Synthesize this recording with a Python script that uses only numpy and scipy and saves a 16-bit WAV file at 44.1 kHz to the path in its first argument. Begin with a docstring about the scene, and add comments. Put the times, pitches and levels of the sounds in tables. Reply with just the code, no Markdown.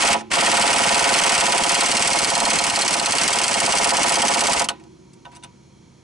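"""An air impact wrench tightens a bolt on a car's steering knuckle, close by, over outdoor rumble and hum.
A short burst and a few clinks lead into a long run from 0.35 s: about 17 times a second the hammer
cracks on the anvil, the suspension answers with a falling clang, and the motor spins up with a hiss
and a rattle. The bolt seats near 1.6 s; from 2.2 to 3.2 s the socket rides askew and chinks. At 4.6 s
the trigger is let go and the socket comes off ringing; after 5.1 s a spanner clinks off the nut."""
import sys
import numpy as np
from scipy import signal
from scipy.fft import rfft, irfft, next_fast_len
from scipy.io import wavfile
from scipy.ndimage import uniform_filter1d, minimum_filter1d

SR = 44100
rng = np.random.default_rng(int(sys.argv[2]) if len(sys.argv) > 2 else 0)


def pcm_store(signal):
    """Save signal as 16-bit PCM."""
    levels = np.round(np.clip(np.atleast_2d(signal), -1, 1) * 32767)
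    wavfile.write(sys.argv[1], SR, levels.astype(np.int16).T)


N = 265913
TIME_S = np.arange(N) / SR
CUTOFF_HZ = 11100
SIDE_SIGN = np.array([[1], [-1]])


def from_db(db):
    """Decibels to gain."""
    return 10 ** (np.asarray(db) / 20)


def at_hz(curve, hz):
    """Interpolate a curve over log frequency."""
    knots_hz, values = np.transpose(curve)
    return np.interp(np.log(hz + 1e-9), np.log(knots_hz), values)


def noise(spectrum, peaks, side_db):
    """Stereo noise: broad spectrum plus resonances, rms 1."""
    size = next_fast_len(N)
    hz = np.fft.rfftfreq(size, 1 / SR)
    peaks_db = sum(db / (1 + (2 * (hz - peak_hz) / width_hz) ** 2) for peak_hz, width_hz, db in peaks)
    gain = from_db(at_hz(spectrum, hz) + peaks_db) * (hz < CUTOFF_HZ)
    mid, side = irfft(rfft(rng.standard_normal((2, size))) * gain, size)[:, :N]
    stereo = mid + from_db(side_db) * side * SIDE_SIGN
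    return stereo / np.sqrt(np.mean(stereo ** 2) + 1e-20)


def clicks(times_s, level_db):
    """One impulse per contact."""
    return np.bincount(np.clip(times_s * SR, 0, N - 1).astype(int), from_db(level_db), N)


def convolve(x, response):
    """Apply an impulse response."""
    return signal.oaconvolve(np.atleast_2d(x), np.atleast_2d(response), axes=1)[:, :N]


def dense_steel(hits, colour, envelope, repeat_share):
    """Countless close modes: part of the ring repeats from hit to hit, the rest is new."""
    repeated = convolve(hits, colour[:, :len(envelope)] * envelope)
    fresh = colour * np.sqrt(np.abs(convolve(hits ** 2, envelope ** 2)))
    return np.sqrt(repeat_share) * repeated + np.sqrt(1 - repeat_share) * fresh


def pings(times_s, level_db, modes, spread_db):
    """Struck, damped modes: random strength per hit, random pan per mode."""
    stereo = np.zeros((2, N))
    for hz, mode_db, t60_s in modes:
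        hits = clicks(times_s, level_db + mode_db + spread_db * rng.uniform(-1, 1, len(times_s)))
        radius, angle = from_db(-60 / (t60_s * SR)), 2 * np.pi * hz / SR
        feedback = [1, -2 * radius * np.cos(angle), radius ** 2]
        ring = signal.lfilter([0, np.sin(angle)], feedback, hits + 1e-18)
        stereo += ring * from_db(rng.uniform(-2.2, 3.9) * SIDE_SIGN)
    return stereo


# outdoor noise (frequency [Hz], level [dB])
OUTDOOR_SPECTRUM = [(15, -27), (25, -22), (59, -20), (92, -4.5), (141, -6), (247, -6.5), (336, -6.5),
                    (412, -8), (651, -25.5), (930, -25), (1760, -31), (2270, -29.5), (2930, -33.5),
                    (5670, -31.5), (11000, -40), (14300, -88), (22000, -120)]
# its resonances (frequency [Hz], width [Hz], gain [dB])
OUTDOOR_PEAKS = [(140, 46, 0), (225, 44, 4.5), (310, 97, -6), (410, 50, -9), (945, 75, 11), (1253, 200, 3),
                 (2280, 180, 6.5), (3240, 230, 8.5), (4240, 280, 7.5), (5660, 280, 6.5), (6600, 570, 7.5),
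                 (8420, 1500, -2)]
# machine hum (frequency [Hz], level [dB])
HUM_LINES = [(68, -65), (134.6, -58.5), (183, -61.5), (334, -64), (377, -66.5), (700, -76.5)]

def surroundings(air_db=-52, waver_cycles=0.42, waver_step_s=0.1):
    """Outdoor rumble, thin hiss and a distant machine's wavering hum."""
    knots_s, hum = np.arange(0, TIME_S[-1] + 1, waver_step_s), 0
    for hz, db in HUM_LINES:
        drift = waver_cycles * np.interp(TIME_S, knots_s, rng.standard_normal(len(knots_s)))
        hum += from_db(db) * np.sqrt(2) * np.sin(2 * np.pi * (hz * TIME_S + drift))
    return from_db(air_db) * noise(OUTDOOR_SPECTRUM, OUTDOOR_PEAKS, side_db=-9.5) + hum


# trigger (pulled [s], let go [s], motor stops [s])
TRIGGER_PULLS = [(-0.1, .137, 0.215), (0.301, 4.62, 4.655)]
# air flow, valve open (time [s], level [dB])
OPEN_FLOW = [(0, -17.5), (.36, -18), (.7, -19.5), (1.1, -17.5), (1.5, -21), (2, -18.3), (3, -21.5),
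             (3.6, -19.5), (4.6, -20)]

def throttle(open_s=0.034, shut_s=0.0083, stop_s=0.006, coast_db=-11, coast_db_per_s=110):
    """Air flow in dB: builds on each pull, sinks as the motor coasts, stops with it."""
    flow = 0
    for pulled_s, let_go_s, stopped_s in TRIGGER_PULLS:
        opening = 1 - np.exp(-np.maximum(TIME_S - pulled_s, 0) / open_s)
        coast_s = np.maximum(TIME_S - let_go_s, 0)
        shutting = np.maximum(np.exp(-coast_s / shut_s), from_db(coast_db - coast_db_per_s * coast_s))
        stopping = np.exp(-np.maximum(TIME_S - stopped_s, 0) / stop_s)
        flow += opening * shutting * stopping
    return np.interp(TIME_S, *np.transpose(OPEN_FLOW)) + 20 * np.log10(flow + 1e-6)


# exhaust hiss (frequency [Hz], level [dB])
EXHAUST_SPECTRUM = [(25, -35), (60, -12), (130, -5), (230, 2.5), (380, 2), (650, 4), (1000, 4), (1450, -2),
                    (1700, -2.5), (2900, 0.5), (3700, -7), (5800, -2.5), (7400, -7.5), (9200, -6.5),
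                    (11000, -26)]
# its resonances (frequency [Hz], width [Hz], gain [dB])
EXHAUST_RESONANCES = [(2185, 140, 8.6), (9400, 250, 3)]

def exhaust(blows_s, flow_db, stall_db=-12, stall_s=0.029, ramp_s=0.0053,
            load_db=-6, load_s=0.0057, vane_hz=620, puff_depth=0.36):
    """Each blow stalls the motor; air swells on spin-up and dips as the cam loads. Each vane puffs."""
    next_blow = np.searchsorted(blows_s, TIME_S)
    since_s = TIME_S - np.r_[-stall_s, blows_s][next_blow]
    until_s = np.r_[blows_s, np.inf][next_blow] - TIME_S
    speed = 0.5 + 0.5 * np.tanh((since_s - stall_s) / ramp_s)
    load = 0.5 + 0.5 * np.tanh((load_s - until_s) / ramp_s)
    puffs = 1 + puff_depth * np.sin(2 * np.pi * np.cumsum(vane_hz * speed) / SR)
    level_db = flow_db + stall_db * (1.5 - speed) + load_db * load
    return from_db(level_db) * puffs * noise(EXHAUST_SPECTRUM, EXHAUST_RESONANCES, side_db=-7)


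def chatter(level_db, mean_gap_s=0.009, range_db=6):
    """The socket shakes unevenly on the bolt head."""
    slots_s = np.arange(0, N / SR - 2 * mean_gap_s, mean_gap_s)
    delay, softness = rng.random((len(slots_s), 2)).T
    times_s = slots_s + mean_gap_s * delay
    return clicks(times_s, level_db[(times_s * SR).astype(int)] - range_db * softness)


def tightening(times_s, loose_db, tight_db, midpoint_s=1.61, ramp_s=0.36):
    """A level that moves from loose to tight as the bolt seats."""
    tightness = 0.5 + 0.5 * np.tanh((times_s - midpoint_s) / ramp_s)
    return loose_db + (tight_db - loose_db) * tightness


# steady stretches of hammering (start [s], blow rate [Hz])
HAMMER_PACE = [(.021, 18.5), (.354, 18.63), (.944, 20.55), (1.236, 17.5), (1.807, 18.6), (2.075, 17.65),
               (2.302, 19.95), (2.503, 11.9), (2.587, 19.2), (2.639, 16.7), (2.997, 16.1), (3.183, 10.5),
               (3.278, 18.5), (3.480, 16.5), (3.843, 15.97)]
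# blow passed into the suspension (time [s], level [dB])
SUSPENSION_DRIVE = [(0, -17), (.55, -17.5), (.98, -18.5), (1.1, -21.5), (1.62, -18.5), (1.85, -24),
                    (2.45, -22), (2.6, -23.5), (3.17, -23), (3.4, -25.5), (3.6, -19), (3.75, -22),
                    (4.05, -19), (4.6, -17.5)]

def hammer(usual_wind_up_s=0.063, wind_up_db_per_s=209, crack_scatter_db=2.6, ring_scatter_db=1.87):
    """Blows while the trigger is held; a longer wind-up or a tighter bolt cracks harder."""
    starts_s, rates_hz = np.transpose(HAMMER_PACE)
    stretches = zip(starts_s, np.r_[starts_s[1:], N / SR], rates_hz)
    blows_s = np.concatenate([np.arange(start, end - 0.5 / hz, 1 / hz) for start, end, hz in stretches])
    wind_up_s = 1 / rates_hz[np.searchsorted(starts_s, blows_s, side="right") - 1]
    crack_draw, ring_draw = rng.standard_normal((len(blows_s), 2)).T
    crack_db = tightening(blows_s, loose_db=-16.5, tight_db=-15.5)
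    crack_db += wind_up_db_per_s * (wind_up_s - usual_wind_up_s) + crack_scatter_db * crack_draw
    ring_db = np.interp(blows_s, *np.transpose(SUSPENSION_DRIVE)) + ring_scatter_db * ring_draw
    held = np.any([(blows_s > on_s) & (blows_s < off_s) for on_s, off_s, _ in TRIGGER_PULLS], axis=0)
    return blows_s[held], crack_db[held], ring_db[held]


# socket and extension bar (frequency [Hz], level [dB])
SOCKET_SPECTRUM = [(100, -40), (1500, -28), (2600, -3), (3600, -3.5), (5000, 4), (6400, -3), (7200, 0.5),
                   (8500, -3.5), (9500, -0.5), (11000, -7.5)]
# their resonances (frequency [Hz], width [Hz], gain [dB])
SOCKET_PEAKS = [(4230, 43, 3.5), (4280, 77, 3.2), (5770, 23.3, 1.8), (6320, 220, 9.7), (8090, 620, 8.2),
                (10660, 380, 5.7)]

def socket_crack(hits, t60_s=0.047, snap_db=-4, snap_t60_s=0.015, tail_db=-29, tail_t60_s=0.14):
    """Struck socket and bar: a bright snap, a short ring, a faint tail."""
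    t = TIME_S[:SR // 2]
    snap = from_db(snap_db - 60 * t / snap_t60_s)
    tail = from_db(tail_db - 60 * t / tail_t60_s)
    envelope = snap + from_db(-60 * t / t60_s) + tail
    return dense_steel(hits, noise(SOCKET_SPECTRUM, SOCKET_PEAKS, side_db=-9), envelope, repeat_share=0.5)


# socket and bar clamped on the bolt (frequency [Hz], level [dB], t60 [s])
CLAMPED_MODES = [(2150, -21, 0.11), (2572, -9, 0.06), (2857, 2.5, 0.041), (3200, 0, 0.07),
                 (4230, -1.5, 0.06), (4570, 3, 0.02), (5480, -5, 0.091), (6000, 2.5, 0.039),
                 (6610, -7, 0.036), (8200, 4.5, 0.02), (8290, 4.5, 0.029)]

def extension_bar(blows_s, crack_db, gain_db=-10):
    """The socket reseats at every blow, so the bar rings in a new colour."""
    return pings(blows_s, crack_db + gain_db, CLAMPED_MODES, spread_db=12)


# brake disc and knuckle (frequency [Hz], level [dB])
DISC_SPECTRUM = [(40, -31), (400, -12), (800, -4.5), (1100, -3), (1450, -3), (1680, -8), (1950, -3),
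                 (2700, -2), (3300, -5), (4200, -11), (7000, -28)]
# their resonances (frequency [Hz], width [Hz], gain [dB])
DISC_PEAKS = [(1340, 31, 3.2), (1514, 45, 6), (1854, 47, 9.1), (2550, 80, 3), (2750, 30, 4), (3080, 25, 4)]

def disc_clang(hits, rise_s=0.00062, t60_s=0.083, tail_db=-24, tail_t60_s=0.41):
    """Disc and knuckle swell just after the crack and outlast it."""
    t = TIME_S[:SR // 2]
    decay = from_db(-60 * t / t60_s) + from_db(tail_db - 60 * t / tail_t60_s)
    envelope = (1 - np.exp(-t / rise_s)) * decay
    return dense_steel(hits, noise(DISC_SPECTRUM, DISC_PEAKS, side_db=-8), envelope, repeat_share=0.35)


# bending of knuckle, arm and strut (frequency [Hz], level [dB], t60 [s])
BENDING_MODES = [(88, -28, 0.068), (123, -21.5, 0.048), (167, -28, 0.07), (216, -12, 0.06),
                 (272.6, -16.5, 0.15), (348, -19, 0.086), (433.3, -15.5, 0.15), (530, -7.5, 0.11),
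                 (559.7, -9, 0.12), (698.6, 2, 0.073), (758, -7, 0.1), (790, -11, 0.16), (833, 2, 0.078),
                 (924, 1.5, 0.059), (978.7, -3.5, 0.14), (1153, -9, 0.059), (1284, -6.5, 0.09),
                 (1472, -10, 0.085), (1826, -8, 0.06)]
# coil spring (frequency [Hz], level [dB], t60 [s])
SPRING_MODES = [(178, -33, .7), (220.7, -28, 0.95), (333.7, -37.5, 4.7), (318.5, -39, 2.2),
                (368.4, -37.5, 2.8), (832, -28, .42), (980, -50, 0.52), (1027, -24.5, 0.49)]
# paths through the suspension (travel time at 830 Hz [s], gain [dB])
WAVE_PATHS = [(.006, -6), (.0175, 3)]

def suspension(hits, rise_s=0.0014, side_db=-11):
    """Bending wave speed goes as the root of frequency, so each hit arrives as a falling chirp."""
    t, response = TIME_S[:SR], 0
    for hz, mode_db, t60_s in BENDING_MODES + SPRING_MODES:
        slowness, envelope = np.sqrt(830 / hz), 0
        for travel_s, path_db in WAVE_PATHS:
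            age_s = np.maximum(t - travel_s * slowness, 0)
            envelope += (1 - np.exp(-age_s / rise_s)) * from_db(path_db - 60 * age_s / t60_s)
        crest_delay_s = 2 * WAVE_PATHS[-1][0] * slowness  # crests move at half the packet's speed
        phase = 2 * np.pi * hz * (t - crest_delay_s)
        side = from_db(side_db) * np.sin(phase + rng.uniform(0, 2 * np.pi))
        response += from_db(mode_db) * envelope * (np.sin(phase) + side * SIDE_SIGN)
    return convolve(hits, response)


def rattle(blows_s, crack_db, rebound_s=0.028, rebound_db=-7.5, catch_s=0.051, catch_db=-7):
    """After a blow the hammer rebounds, then catches on its cam: two lighter knocks."""
    jitter_s = rng.normal(0, 0.0025, (len(blows_s), 2))
    scatter_db = rng.uniform(-4, 4, (len(blows_s), 2))
    rebounds = clicks(blows_s + rebound_s + jitter_s[:, 0], crack_db + rebound_db + scatter_db[:, 0])
    catches = clicks(blows_s + catch_s + jitter_s[:, 1], crack_db + catch_db + scatter_db[:, 1])
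    return rebounds + catches


# loose tool contacts (time [s], disc [dB], socket [dB], suspension [dB], length [s])
TOOL_CLINKS = [(0.194, -38, -48, -34.5, 0.0018), (0.3148, -16, -24, -53, 0.0027),
               (0.335, -12, -16.5, -48, 0.0023), (0.383, -12, -22, -36, 0.0054),
               (4.642, -30, -22.5, -34.5, 0.0065), (4.6866, -21, -16, -28.5, 0.0019),
               (4.797, -52, -57, -53, 0.003), (4.837, -54, -55, -54.5, 0.0018),
               (5.132, -68.5, -50, -78, 0.008), (5.249, -42, -70, -42, 0.005),
               (5.313, -45, -53, -55, 0.034), (5.35, -48, -43, -53, 0.021), (5.434, -40, -41, -49, 0.012)]

def loose_contacts(touches=7, first_db=-7, fade_db=7):
    """Each clink: quick, fading touches on disc and socket, one hit on the suspension."""
    starts_s, disc_db, socket_db, ring_db, length_s = np.transpose(TOOL_CLINKS)
    progress = np.arange(touches) / touches
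    jitter = rng.random((len(starts_s), touches)) / touches
    times_s = (starts_s[:, None] + length_s[:, None] * (progress + jitter)).ravel()
    touch_db = first_db - fade_db * progress
    on_disc = clicks(times_s, (disc_db[:, None] + touch_db).ravel())
    on_socket = clicks(times_s, (socket_db[:, None] + touch_db).ravel())
    return on_disc, on_socket, clicks(starts_s, ring_db)


# socket riding askew (frequency [Hz], level [dB], t60 [s])
CHINK_MODES = [(4190, -3, .045), (4300, -6, 0.052)]

def askew_socket(blows_s, crack_db, start_s=2.24, end_s=3.15):
    """While it rides askew, the socket chinks at each blow."""
    askew = (blows_s > start_s) & (blows_s < end_s)
    return pings(blows_s[askew], crack_db[askew], CHINK_MODES, spread_db=7)


# socket leaving the bolt (time [s], level [dB])
RELEASE_HITS = [(4.6878, -18.5), (4.692, -19)]
# free socket (frequency [Hz], level [dB], t60 [s])
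FREE_MODES = [(850, -21, 0.085), (979, -18, 0.12), (1290, 1, 0.025), (1482, -12, 0.11), (2970, 3, 0.023),
              (3140, -3, 0.027), (3070, 1, 0.021), (4320, -9, 0.049), (5970, -13, 0.046)]

def socket_release():
    """The socket comes off and rings freely."""
    return pings(*np.transpose(RELEASE_HITS), FREE_MODES, spread_db=2)


# spanner sliding off the nut (time [s], level [dB], contact cutoff [Hz])
SPANNER_TOUCHES = [(5.139, -68, 12000), (5.254, -38, 1900), (5.262, -41, 1500), (5.333, -46, 1100),
                   (5.363, -52, 12000), (5.369, -52, 12000), (5.427, -50, 4000), (5.437, -43, 11990),
                   (5.446, -42, 5010)]
# spanner ring (frequency [Hz], level [dB], t60 [s])
SPANNER_RING = [(970, 0, 0.22), (1515, -6.5, 0.096), (1850, -10, 0.053), (2850, 3, .03), (3610, 5.5, 0.035),
                (3822, -3, 0.04), (6000, 7, .02), (8230, 0, .025), (8700, 7.5, .025), (10300, 1, .03)]

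def spanner():
    """Each touch rings the spanner; a soft one barely stirs the high modes."""
    stereo = 0
    for time_s, level_db, cutoff_hz in SPANNER_TOUCHES:
        modes = [(hz, db - 10 * np.log10(1 + (hz / cutoff_hz) ** 4), t60_s)
                 for hz, db, t60_s in SPANNER_RING]
        stereo += pings(np.array([time_s]), level_db, modes, spread_db=2)
    return stereo


def scene():
    """Blows and clinks excite socket, disc and suspension; the exhaust hisses between blows."""
    flow_db = throttle()
    blows_s, crack_db, ring_db = hammer()
    blows = clicks(blows_s, crack_db)
    play_db = tightening(TIME_S, loose_db=5, tight_db=0.1)  # the socket loses its play
    motor_driven = flow_db > -30
    knocks = motor_driven * (rattle(blows_s, crack_db) + chatter(flow_db + play_db - 8.5))
    on_disc, on_socket, on_suspension = loose_contacts()
    crack = socket_crack(from_db(3.5) * blows + from_db(-0.5) * knocks + on_socket)
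    bar = extension_bar(blows_s, crack_db)
    chinks = askew_socket(blows_s, crack_db)
    clang = disc_clang(from_db(play_db - 5) * (from_db(4) * blows + knocks) + on_disc)
    ring = suspension(from_db(-2.5) * (clicks(blows_s, ring_db) + on_suspension))
    tools_off = socket_release() + spanner()
    hiss = from_db(5) * exhaust(blows_s, flow_db)
    return surroundings() + hiss + crack + bar + clang + ring + chinks + tools_off


def limiter(x, threshold_db=-14.5, slope=0.89, release_db_per_s=650, ahead_s=0.0018):
    """The gain ducks just ahead of each loud crack and recovers within milliseconds."""
    power = uniform_filter1d(np.mean(x ** 2, axis=0), size=64)
    excess_db = np.maximum(10 * np.log10(np.abs(power) + 1e-12) - threshold_db, 0)
    reach = int(ahead_s * SR / 2)
    cut_db = -minimum_filter1d(-slope * excess_db, 2 * reach + 1, origin=-reach)
    release_db = release_db_per_s * TIME_S
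    held_db = np.maximum.accumulate(cut_db + release_db) - release_db
    return x * from_db(-uniform_filter1d(held_db, size=32))


# left channel behind right (frequency [Hz], phase lag [rad])
LEFT_LAG = [(60, .1), (200, 0.16), (350, 1.35), (520, 1.52), (780, 0.77), (1800, 0.93), (3200, 0.6),
            (5700, 0.33), (9000, 0.12)]

def record(dry, left_db=-0.04, right_db=1.35):
    """Left slightly later and softer; peaks limited and rounded, top cut."""
    size = next_fast_len(N + SR // 10)
    lag_rad = at_hz(LEFT_LAG, np.fft.rfftfreq(size, 1 / SR))
    left = irfft(rfft(dry[0], size) * np.exp(-1j * lag_rad), size)[:N]
    stereo = np.array([from_db(left_db) * left, from_db(right_db) * dry[1]])
    lowpass = signal.ellip(12, 0.1, 80, CUTOFF_HZ, fs=SR, output="sos")
    return signal.sosfilt(lowpass, np.tanh(limiter(stereo)))


dry = scene()
out = record(dry)
pcm_store(out)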